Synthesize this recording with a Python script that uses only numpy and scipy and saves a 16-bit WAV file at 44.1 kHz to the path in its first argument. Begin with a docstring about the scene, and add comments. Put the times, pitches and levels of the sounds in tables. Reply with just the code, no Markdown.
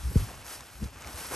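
"""A thick tent is pulled out of its bag outdoors, a few steps from a small stereo microphone.
Light wind rumbles on the microphone, and the first pull comes with a hiss, a slap and a low thump.
Cloth then slides on cloth in swells while the folds crumple and creases tick; a gust bumps in midway.
At the end the hiss builds and the bulk of the tent spills out, its heavy folds flapping open."""
import sys
import numpy as np
from scipy import signal
from scipy.fft import rfft, irfft
from scipy.io import wavfile
from scipy.ndimage import uniform_filter1d

SR = 44100
rng = np.random.default_rng(int(sys.argv[2]) if len(sys.argv) > 2 else 0)


def store_pcm(level_fs):
    """Save levels as 16-bit WAV."""
    pcm = np.round(np.clip(level_fs, -1, 1) * 32767).astype(np.int16)
    wavfile.write(sys.argv[1], SR, np.atleast_2d(pcm).T)


N = 59535
T = np.arange(N) / SR
HZ = np.fft.rfftfreq(N, 1 / SR)

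# fader ride of the wind bed: time_s, level_db
WIND_RIDE = [(0, -45), (.08, -37.5), (.13, -39.5), (.2, -28.5), (.27, -47), (.34, -45), (.43, -50.5),
             (.52, -64), (.61, -48), (.67, -60.5), (.77, -50), (.89, -54), (1.0, -51.5), (1.2, -53),
             (1.35, -54)]
# EQ of the wind bed, deep rumble: freq_hz, gain_db
WIND_EQ = [(15, -22), (35, -16.5), (60, 1.5), (85, -6), (130, -11), (200, -21.5), (400, -29.5),
           (1000, -53.5)]
# gusts buffeting the microphone: centre_s, level_db, half_width_s
GUSTS = [(.11, -35, .008), (0.839, -33.5, 0.022)]
# EQ of the gusts, more upper bass: freq_hz, gain_db
GUST_EQ = [(20, -25), (50, -6), (75, 3), (130, 1), (200, -11.5), (300, -18.5), (450, -19), (900, -51)]
# low thumps of air: start_s, peak_db, rise_s, start_pitch_hz, end_pitch_hz
THUMPS = [(.032, -26.5, 0.023, 100, 63.3), (.157, -11, 0.0088, 321, 52), (.22, -28.5, 0.0099, 151, 107.5),
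          (0.827, -31, 0.013, 153, 70.4), (1.055, -38.5, 0.01, 90, 67), (1.14, -37, 0.0095, 111, 72)]
# hollow slaps of slack cloth: centre_s, peak_db, pitch_hz, half_width_s
SLAPS = [(0.119, -47.5, 440, 0.0078), (0.162, -26.5, 350, 0.0025), (0.271, -41.5, 190, 0.0057),
         (0.31, -42.5, 620, 0.0071), (0.831, -31.5, 200, 0.012), (1.047, -37.5, 1500, .001),
         (1.075, -41, 1100, .0008)]
# creases snapping over: start_s, peak_db, decay_s
TICKS = [(0.352, -37, 0.00046), (.4653, -29.5, .0009), (0.4825, -33, 0.00055), (0.6068, -34, 0.0016),
         (.669, -39, 0.00057), (0.84, -35, 0.0046), (1.0223, -30, 0.00099), (1.046, -38, .0005),
         (1.0728, -30, 0.00093)]
# EQ of the ticks, crisp: freq_hz, gain_db
TICK_EQ = [(300, -16), (1500, 1), (3000, -3), (5800, 2), (8500, -2.5), (11000, -14), (13000, -25)]
# heavy folds flapping open: start_s, level_db, rise_s, decay_s
FLAPS = [(1.303, -35.5, .016, 0.014), (1.326, -36, 0.014, 0.089)]
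# EQ of the flaps, full low mids: freq_hz, gain_db
FLAP_EQ = [(100, -5), (220, -2), (350, 9), (950, 3.5), (1500, -0.5), (2600, -8), (3800, -13.5),
           (6000, -10.5), (9000, -13), (13000, -12)]
# fader ride of the crumpling folds: time_s, level_db
FOLD_RIDE = [(0, -50.5), (.14, -51), (.19, -46.5), (.25, -47.5), (.35, -49), (.44, -49.5), (.535, -48),
             (.62, -50.5), (.7, -53), (.79, -54.5), (.845, -52), (.91, -53), (1.03, -46.5), (1.11, -46),
             (1.19, -43), (1.28, -45), (1.35, -43)]
# EQ of the folds, dull on top: freq_hz, gain_db
FOLD_EQ = [(100, -7.5), (250, -1.5), (450, -4), (700, -1), (1050, -2), (1450, -3), (1900, -6.5), (2600, -6),
           (3800, -12), (7000, -14), (13000, -32)]
# fader ride of cloth sliding on cloth: time_s, level_db
SLIDE_RIDE = [(0, -48), (.115, -48), (.16, -43.5), (.195, -41.5), (.275, -48.5), (.425, -54), (.5, -42),
              (.535, -41.5), (.6, -51), (.69, -55), (.8, -52), (.845, -49.5), (.9, -58.5), (.96, -57),
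              (1.1, -47.5), (1.2, -41), (1.29, -43), (1.35, -37)]
# EQ of the slide, thin and airy: freq_hz, gain_db
SLIDE_EQ = [(300, -16), (1500, -3), (2600, -9.5), (3800, -8), (5500, -2.5), (7000, -7.5), (9400, -2),
            (11200, 2), (12200, -7), (13200, -10.5)]
# phase between the two microphone ports: freq_hz, left_lead_rad
PORT_PHASE = [(0, .25), (500, .25), (2000, .05), (3100, .65), (5000, .6), (6400, .1), (7900, .4),
              (8800, -.2), (9400, -1.9), (10250, -3.14), (11800, -5.9), (13000, -7.8)]

SLIDE_GRAIN = dict(slips_per_s=3500, spread_db=1.5, slip_share=.5)
FOLD_GRAIN = dict(slips_per_s=700, spread_db=1, slip_share=.53)
CLOTH_CORRELATION, WIND_CORRELATION = .94, .92  # between left and right


def amp(db):
    """Decibels to gain."""
    return 10 ** (np.asarray(db) / 20)


def unit(x):
    """Scales to rms 1."""
    return x / np.sqrt(np.mean(x ** 2) + 1e-20)


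def ride(points):
    """Gain over time from (time_s, level_db) points."""
    return amp(np.interp(T, *np.transpose(points)))


def bell(centre_s, half_width_s):
    """A Gaussian fade in and out."""
    return np.exp(-((T - centre_s) / half_width_s) ** 2 / 2)


def eq(x, points):
    """Filters by a (freq_hz, gain_db) curve."""
    hz, db = np.transpose(points)
    return irfft(rfft(x) * amp(np.interp(np.log(HZ + 1), np.log(hz), db)), N)


def stereo(draw, correlation):
    """Two channels that share most of one random sound."""
    return np.sqrt(correlation) * draw() + np.sqrt(1 - correlation) * np.array([draw(), draw()])


def noise():
    """White noise."""
    return rng.standard_normal(N)


def wind():
    """Air buffets the microphone: a bed of rumble with short, brighter gusts."""
    rumble = ride(WIND_RIDE) * unit(eq(stereo(noise, WIND_CORRELATION), WIND_EQ))
    swell = sum(amp(db) * bell(centre, width) for centre, db, width in GUSTS)
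    return rumble + swell * unit(eq(stereo(noise, WIND_CORRELATION), GUST_EQ))


def air_thumps(sag_s=.00568, sharpness=.92):
    """Pushes of air: a few low swings that drop in pitch as they die."""
    out = np.zeros(N)
    for start, db, rise, start_hz, end_hz in THUMPS:
        age = np.maximum(T - start, 0)
        cycles = end_hz * age + (start_hz - end_hz) * sag_s * (1 - np.exp(-age / sag_s))
        envelope = (age / rise * np.exp(1 - age / rise)) ** sharpness
        out += amp(db) * envelope * np.sin(2 * np.pi * cycles)
    return out


def cloth_slaps(wobble_depth=.25):
    """Slack cloth snaps tight in a few uneven swings."""
    out = np.zeros(N)
    for centre, db, hz, width in SLAPS:
        wobble = unit(uniform_filter1d(noise(), size=100))
        cycles = np.cumsum(hz * (1 + wobble_depth * wobble)) / SR
        out += amp(db) * bell(centre, width) * np.sin(2 * np.pi * cycles)
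    return out


def crease_ticks():
    """Each crease lets go in one very short, bright crack."""
    out = np.zeros(N)
    for start, db, decay in TICKS:
        burst = noise() * (T >= start) * np.exp(-abs(T - start) / decay)
        crack = eq(burst, TICK_EQ)
        out += amp(db) * crack / abs(crack).max()
    return out


def friction(slips_per_s, spread_db, slip_share):
    """Tiny slips of uneven size take a share of the power; the rest is a smooth rub."""
    sizes = amp(spread_db * np.minimum(rng.exponential(1, N), 4))
    slipping = rng.random(N) < slips_per_s / SR
    slips = sizes * slipping * rng.choice([-1, 1], N)
    return np.sqrt(slip_share) * unit(slips) + np.sqrt(1 - slip_share) * noise()


def cloth_rub(grain, curve):
    """Cloth friction in narrow stereo, shaped by an EQ curve."""
    return eq(stereo(lambda: friction(**grain), CLOTH_CORRELATION), curve)


def flex(x, patch_db, flutter_db):
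    """Tone and level shift at random as the cloth changes shape."""
    spectra = signal.stft(x, nperseg=256, noverlap=192)[2]
    patches = uniform_filter1d(rng.standard_normal(spectra.shape[1:]), size=6, axis=0)  # across pitch
    patches = unit(uniform_filter1d(patches, size=12, axis=1))  # across time
    flutter = unit(uniform_filter1d(rng.standard_normal(spectra.shape[2]), size=8))
    spectra *= amp(patch_db * patches + flutter_db * flutter)
    return unit(signal.istft(spectra, nperseg=256, noverlap=192)[1][:, :N])


def flapping():
    """Full-bodied bursts of crumpling as heavy folds fall open."""
    swell = np.zeros(N)
    for start, db, rise, decay in FLAPS:
        attack = np.clip((T - start) / rise, 0, 1)
        tail = np.exp(-np.maximum(T - start - rise, 0) / decay)
        swell += amp(db) * attack * tail
    return swell * unit(cloth_rub(FOLD_GRAIN, FLAP_EQ))


def crumpling():
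    """Thick folds crumple with a coarse, dull grain."""
    return ride(FOLD_RIDE) * flex(cloth_rub(FOLD_GRAIN, FOLD_EQ), patch_db=1.43, flutter_db=.67)


def sliding():
    """Weave drags over weave in a fine-grained hiss."""
    return ride(SLIDE_RIDE) * flex(cloth_rub(SLIDE_GRAIN, SLIDE_EQ), patch_db=1.45, flutter_db=.78)


def scene():
    """The mix: tent cloth over thumps and wind."""
    tent = sliding() + crumpling() + flapping() + crease_ticks() + cloth_slaps()
    return tent + air_thumps() + wind()


def record(dry, tilt_db=.22, high_cut_hz=13000):
    """The two microphone ports hear the sound slightly out of step; a high cut trims the top."""
    padded = 2 * N
    # the left gets half the phase lead and a slight lift, the right the inverse
    left = np.exp(.5j * np.interp(HZ, *np.transpose(PORT_PHASE))) * amp(tilt_db)
    left = np.interp(np.fft.rfftfreq(padded, 1 / SR), HZ, left)
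    ports = irfft(rfft(dry, padded) * np.array([left, 1 / left]), padded)[:, :N]
    high_cut = signal.firwin(255, high_cut_hz, window=("kaiser", 8), fs=SR)
    return signal.oaconvolve(ports, high_cut[None], "same")


dry = scene()
out = record(dry)
store_pcm(out)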